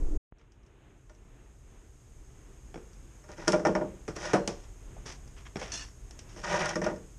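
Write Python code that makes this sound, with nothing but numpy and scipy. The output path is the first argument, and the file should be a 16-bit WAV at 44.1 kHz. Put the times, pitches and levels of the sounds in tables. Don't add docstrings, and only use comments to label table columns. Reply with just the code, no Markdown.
import sys
import numpy as np
from scipy import signal
from scipy.fft import rfft, irfft, next_fast_len
from scipy.io import wavfile

SR = 44100
rng = np.random.default_rng(int(sys.argv[2]) if len(sys.argv) > 2 else 0)


def transcribe(u):
    v = np.clip(np.atleast_2d(u).T, -1, 1)
    q = np.round(v * 32767).astype(np.int16)
    wavfile.write(sys.argv[1], SR, q)


N = 316638
TIME = np.arange(N) / SR
AGE = np.arange(int(.45 * SR)) / SR

# each sound sets its own volume. t60 is the time taken to die away by 60 dB.
# How strong each pitch is in a noise (f/Hz, level/dB):
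WIND_SPECTRUM = [(6, -9), (14, 6.5), (24, 7), (42, -5.5), (62, -16), (110, -30), (170, -26.5), (220, -41),
                 (290, -19.5), (350, -26.5), (450, -30.5), (600, -40), (1500, -54), (4300, -66),
                 (5900, -60.5), (6500, -51.5), (7200, -57), (10500, -67.5), (14000, -60)]
YARD_SPECTRUM = [(15, -47), (25, -3), (48, -0.5), (97, -12), (128, -9.5), (162, -18), (200, -17.5),
                 (243, -20), (387, -18), (543, -27), (2210, -35), (2620, -35.5), (4000, -41), (5200, -61),
                 (8800, -120)]
HISS_SPECTRUM = [(3400, -11), (4200, -17.5), (5200, -10), (5900, -12), (6300, -1.5), (6550, 1.5),
                 (7100, -6), (8500, -9), (10500, -19), (13500, -7.5)]
SNAP_SPECTRUM = [(500, 4), (1800, -15.5), (3200, -17), (4200, -8), (5500, 5), (6400, 5), (7500, -5.5),
                 (10500, -12.5), (14000, -47)]
GRIT_SPECTRUM = [(500, -11.5), (1800, -3), (3200, -2.5), (4200, -9), (5500, 4), (6400, -0.5), (7500, -10),
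                 (10500, -21), (14000, -48)]
CLATTER_SPECTRUM = [(100, -15.5), (180, 0.5), (250, -4), (340, -0.5), (620, 5.5), (1000, -5.5),
                    (1500, -2.5), (2500, -13), (4200, -22), (5500, -7), (6400, -15), (7500, -17),
                    (10500, -29), (14000, -60)]
RUB_SPECTRUM = [(200, 3.5), (600, -2.5), (2000, 0), (3300, -3), (4500, -21.0), (8000, -44)]
RASP_SPECTRUM = [(120, -19), (185, 7.5), (250, -2.5), (340, 1), (470, -8.5), (620, -3), (830, 2.0),
                 (1020, 0.0), (1450, -4), (1900, -4.5), (2300, -9.5), (2800, -15.5), (4000, -20.5),
                 (6000, -54)]

AIR_RANGES = [(20, 130), (130, 3500), (3500, 15000)]
HIT_RANGES = [(90, 450), (450, 1000), (1000, 3500), (3500, 14000)]

CRATE_NOTES = [(168.4, -2.5, 0.26), (192, -3.5, 0.49), (332.7, 2, 0.28), (353.7, -8.5, 0.42),
               (455, -18, 0.35), (474.5, -4.5, 0.2), (507, -11.5, 0.35), (573, -15, 0.074),
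               (603.5, 7, 0.28), (626, 3, 0.24), (837, -8, 0.23), (933, -1, 0.17), (985, -5.5, 0.17),
               (1191, -3.5, 0.16), (1421, 3.5, 0.11), (1813, 2.5, 0.074), (1997, -0.5, 0.044),
               (2293, -7.5, 0.093), (5280, 1.5, 0.051), (5800, -4, 0.11), (6420, -2.5, 0.058)]
TYRE_NOTES = [(146, 13, 0.046), (191, 17, 0.055), (326, 1, 0.045), (740, 0, 0.011), (1220, -9, 0.022),
              (2270, 7.5, 0.0083), (3350, -3.5, 0.018), (5530, 0, 0.036)]
FRAME_NOTES = [(112, -6, 0.35), (148.3, -5, 0.35), (192, -9, 0.45), (324.4, 2.5, .22), (417, 0, 0.11),
               (463, 4, 0.24), (571, -0.5, 0.35), (725.5, 0, 0.23), (813, -12.5, 0.23), (990, -14, 0.13),
               (1203, 13, 0.12), (1530, 1, 0.12), (1540, -8.5, 0.18), (1805, 2, 0.11), (2460, 0, 0.11),
               (2700, -16, 0.2), (4240, -19, 0.84), (5130, -5, 0.14), (5530, -9, 0.18), (5840, 1, 0.083),
               (6600, 0, 0.057)]
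STEEL_NOTES = [(1770, -2, 0.11), (2590, -1, 0.08), (2830, -2, 0.11), (3490, -1, 0.089), (4360, 2.5, 0.18),
               (5380, 5, 0.16), (5830, 3, .14), (6200, -1, .07), (6370, 7, 0.087), (7300, 1, .07),
               (9250, -8.5, .06)]

# (end level/dB, fade depth/dB, settling time/s)
AIR_RISES = [(-49.5, 12, 2.07), (-59, 9, 2.24), (-61.5, 23, 1.04)]
# (t/s, level/dB)
SNAPS = [(0.384, -69), (0.52, -64), (0.633, -70), (0.663, -68), (1.096, -63), (1.15, -64.5), (2.932, -59),
         (3.317, -51), (3.479, -24), (3.521, -30), (4.164, -40.5), (4.476, -28), (4.638, -60),
         (5.276, -57.5), (5.598, -46), (5.874, -66), (6.109, -47.5), (6.191, -44), (6.401, -51),
         (6.657, -34.5), (6.692, -32.5), (6.842, -38.5)]

RUBBER_SLIDES = [(.385, 0.029, -66.5, -71, 1), (4.53, 0.13, -63, -63, 7), (5.052, 0.084, -47, -42.5, -4),
                 (5.36, 0.058, -55.5, -58, -7), (5.448, 0.017, -48.5, -53.5, 3),
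                 (5.585, 0.14, -46, -46, -11), (5.72, 0.17, -51.5, -46, -15.5),
                 (6.28, 0.075, -60.5, -56.5, -2)]
CRATE_SLIDES = [(3.281, 0.054, -52, -62, -6), (3.362, 0.12, -48, -57, 2), (4.145, .115, -42.5, -49, 14.5),
                (4.254, 0.061, -35.5, -47, -2.5), (6.359, 0.063, -51, -53.5, -6),
                (6.422, 0.11, -34, -44.5, 10.5), (6.52, .19, -31, -44, -2.5), (6.819, .09, -41, -56, -8.5)]

CRATE_HITS = [(1.096, -57, -5, -3.5), (3.24, -57.5, -8, -2.5), (3.29, -49.5, 0, -4.5),
              (3.382, -46, 4, -4.5), (3.474, -34.5, 3.5, -3.5), (3.479, -25.5, -1, -1.5),
              (3.531, -22.5, -3, -6.5), (3.541, -27.5, -11, -7), (3.596, -37.5, 1, -6),
              (3.651, -20, -9.5, -6), (3.668, -27, 2.5, -4.5), (3.751, -24, -7, -6), (3.811, -29, -2, -11),
              (6.362, -52.5, 5, -2), (6.54, -30, -14, -5), (6.756, -31.5, 2, -2.5), (6.816, -32, 0, -4.5),
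              (6.864, -26.5, -4.5, -6), (6.913, -36.5, 0, -13), (6.96, -55, 5, -2)]
RUBBER_HITS = [(2.743, -47, -0.5, -4.5), (2.758, -50, 7, -5), (2.776, -52.5, 6.5, -6),
               (4.967, -53, -7, -15), (5.558, -41.5, 5, -3.5), (5.568, -44.5, 4.5, -1.9),
               (5.617, -40.5, -12, -5.5), (5.628, -44.5, -5, -3)]
FRAME_HITS = [(4.079, -39, 5, -3), (4.161, -46.5, 4, -2), (4.333, -22, 1, -4.5), (4.346, -22, -3.5, -9),
              (4.476, -35, 2, -6.5)]
HIT_LEVEL_HZ = 670


def undb(db):
    return 10 ** (np.asarray(db) / 20)


def unit(x, count=None):
    return x / np.sqrt(np.mean(x[:count] ** 2) + 1e-24)


def add(out, start_s, x):
    i = max(int(start_s * SR), 0)
    out[i:i + len(x)] += x[:max(N - i, 0)]


def band(x, lo, hi):
    return signal.sosfilt(signal.butter(3, [lo, hi], "band", fs=SR, output="sos"), x)


def colour(x, spectrum):
    hz, db = np.transpose(spectrum)
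    size = next_fast_len(len(x))
    f = np.maximum(np.fft.rfftfreq(size, 1 / SR), 1)
    gain = undb(np.interp(np.log(f), np.log(hz), db))
    return irfft(rfft(x, size) * gain, size)[:len(x)]


def wander(rate):
    targets = rng.standard_normal(4096)
    return np.interp(TIME * rate, np.arange(len(targets)), targets)


def fade(t60):
    return np.exp(-np.log(1000) * AGE / max(t60, 1e-3))


def grains(rate, spread_db, t60):
    size = undb(spread_db * np.minimum(rng.exponential(size=N), 4))
    slips = (rng.random(N) < rate / SR) * size * rng.standard_normal(N)
    energy = signal.fftconvolve(slips ** 2, fade(t60) ** 2)[:N]
    return unit(np.sqrt(np.maximum(energy, 0)) * rng.standard_normal(N))


def slide_gains(slides, attack_s, t60):
    body, grit = np.zeros((2, N))
    for start, length, body_db, grit_db, swell_db in slides:
        age = TIME - start
        rise = np.clip(age / attack_s, 0, 1)
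        hold = undb(swell_db * (np.clip(age / length, 0, 1) - .5))
        release = np.exp(-np.log(1000) * np.maximum(age - length, 0) / t60)
        shape = rise * hold * release
        body = np.maximum(body, undb(body_db) * shape)
        grit = np.maximum(grit, undb(grit_db) * shape)
    return body, grit


def ring(notes, lo, hi, scatter_db, detune):
    out = np.zeros(len(AGE))
    for (hz, db, t60), (louder, higher, flip) in zip(notes, rng.standard_normal((len(notes), 3))):
        if lo <= hz < hi:
            wave = np.sin(2 * np.pi * hz * (1 + detune * higher) * AGE)
            out += np.sign(flip) * undb(db + scatter_db * louder) * fade(t60) * wave
    return out


def hit_levels(db, boom_db, tilt_db):
    centres_hz = np.sqrt(np.prod(HIT_RANGES[1:], axis=1))
    octaves = np.log2(centres_hz / HIT_LEVEL_HZ)
    return [db + boom_db, *(db + tilt_db * octaves)]


def hit(notes, ranges, levels_db, clatter_db, low_t60, high_t60, echo_db, echo_t60, contact_s):
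    noise = colour(rng.standard_normal(len(AGE)), CLATTER_SPECTRUM)
    onset = int(.025 * SR)
    out = 0
    for (lo, hi), db, t60 in zip(ranges, levels_db, np.geomspace(low_t60, high_t60, len(ranges))):
        rise = 1 - np.exp(-AGE * lo / HIT_LEVEL_HZ / max(contact_s, 1e-4))
        clatter = band(noise * (fade(t60) + undb(echo_db) * fade(echo_t60)), lo, hi)
        tone = ring(notes, lo, hi, scatter_db=1.76, detune=0.007)
        both = unit(tone, onset) + undb(clatter_db) * unit(clatter, onset)
        out = out + undb(db) * unit(rise * both, onset)
    return out


def wind_bump():
    end_s, fade_s = 0.178, 0.0091
    return colour(rng.standard_normal(N), WIND_SPECTRUM) * np.clip((end_s - TIME) / fade_s, 0, 1)


def yard_air():
    start_s, opening_s = 0.31, 0.077
    age = np.maximum(TIME - start_s, 0)
    spectra = (YARD_SPECTRUM, YARD_SPECTRUM, HISS_SPECTRUM)
    layers = []
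    for (db, depth_db, settle_s), spectrum, (lo, hi) in zip(AIR_RISES, spectra, AIR_RANGES):
        noise = unit(band(colour(rng.standard_normal(N), spectrum), lo, hi))
        layers.append(undb(db - depth_db * np.exp(-age / settle_s)) * noise)
    rumble, murmur, hiss = layers
    rumble *= undb(2.5 + 0.16 * wander(5.6))
    murmur *= undb(2.0 + 2.04 * wander(5.7))
    return (rumble + murmur + hiss * undb(-1.27)) * np.clip(age / opening_s, 0, 1)


def soft_pop():
    out = np.zeros(N)
    add(out, .324, undb(-38.0) * band(fade(0.046), 27, 1860))
    return out


def grit_snaps():
    out = np.zeros(N)
    for start, db in SNAPS:
        crack = colour(rng.standard_normal(len(AGE)), SNAP_SPECTRUM) * fade(0.02)
        tail_shape = undb(-1.5) * fade(0.03) + undb(-11.5) * fade(0.24)
        tail = colour(rng.standard_normal(len(AGE)), GRIT_SPECTRUM) * tail_shape
        add(out, start, undb(db) * unit(crack + tail, count=176))
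    return out * undb(-0.34)


def rubber_scuffs():
    body, grit = slide_gains(RUBBER_SLIDES, attack_s=0.014, t60=.13)
    sand = grains(rate=1800, spread_db=1.5, t60=0.024)
    rub = unit(colour(sand, RUB_SPECTRUM))
    crunch = unit(band(colour(sand, GRIT_SPECTRUM), 3030, 16000))
    return undb(-1.0) * body * rub + undb(-7.5) * grit * crunch


def crate_knocks():
    out = np.zeros(N)
    for start, *touch in CRATE_HITS:
        pressed = any(0 <= start - shove <= length for shove, length, *_ in CRATE_SLIDES)
        notes = [(hz, db, t60 * (.55 if pressed else .85)) for hz, db, t60 in CRATE_NOTES]
        knock = hit(notes, HIT_RANGES, hit_levels(*touch), clatter_db=-3.5,
                    low_t60=0.39, high_t60=0.04, echo_db=-9.0, echo_t60=0.37, contact_s=0.0006)
        add(out, start, knock)
    return out * undb(-2.0)


def rubber_thuds():
    out = np.zeros(N)
    for start, *touch in RUBBER_HITS:
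        thud = hit(TYRE_NOTES, HIT_RANGES, hit_levels(*touch), clatter_db=1.0,
                   low_t60=0.039, high_t60=0.028, echo_db=-9.5, echo_t60=0.37, contact_s=0.00011)
        add(out, start, thud)
    return out * undb(-1.0)


def crate_drag():
    body, grit = slide_gains(CRATE_SLIDES, attack_s=0.02, t60=0.22)
    grip = undb(1.7 * wander(80))
    judder = grains(rate=3800, spread_db=0.7, t60=0.005) * grip * body
    shell = ring(CRATE_NOTES, 100, 3500, scatter_db=0.0, detune=0.0014) * fade(0.15)
    tone = signal.fftconvolve(judder, shell)[:N]
    rasp = colour(judder, RASP_SPECTRUM)
    strength = np.sqrt(np.mean(body ** 2))
    scrape = strength * (undb(-4.0) * unit(tone) + undb(-2.0) * unit(rasp))
    sand = grains(rate=1900, spread_db=0.8, t60=0.045)
    crackle = unit(band(colour(sand, GRIT_SPECTRUM), 1730, 14400))
    return scrape + undb(0.1) * grit * grip * crackle


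def frame_clunks():
    out = np.zeros(N)
    for start, *touch in FRAME_HITS:
        clunk = hit(FRAME_NOTES, HIT_RANGES, hit_levels(*touch), clatter_db=3.5,
                    low_t60=0.1, high_t60=0.13, echo_db=-11.5, echo_t60=0.42, contact_s=0.00047)
        add(out, start, clunk)
    return out * undb(-1.9)


def metal_jingle():
    start_s, gap_s, spread_s = 5.719, .0185, .004
    first_db, fall_db_per_s = np.array([-42.5, -34]), np.array([28, 119])
    out = np.zeros(N)
    for k, chance in enumerate(rng.standard_normal(size=7)):
        age = k * gap_s + min(k, 1) * spread_s * chance
        shifts = 1 + 0.0171 * rng.standard_normal(len(STEEL_NOTES))
        notes = [(hz * shift, db, t60) for (hz, db, t60), shift in zip(STEEL_NOTES, shifts)]
        clink = hit(notes, HIT_RANGES[2:], first_db - age * fall_db_per_s, clatter_db=-5.0,
                    low_t60=0.06, high_t60=0.23, echo_db=-24, echo_t60=.22, contact_s=0.0004)
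        add(out, start_s + age, clink)
    return out * undb(-5.5)


def scene():
    background = wind_bump() + yard_air() + soft_pop()
    ground = grit_snaps() + rubber_scuffs()
    handling = crate_knocks() + rubber_thuds() + crate_drag() + frame_clunks() + metal_jingle()
    return (background + ground + handling)[None]


def record(dry):
    dull_hz, top_hz = 11300, 15000
    dull = signal.sosfilt(signal.butter(6, dull_hz, fs=SR, output="sos"), dry)
    return signal.sosfilt(signal.ellip(8, .2, 70, top_hz, fs=SR, output="sos"), dull)


dry = scene()
out = record(dry)
transcribe(out)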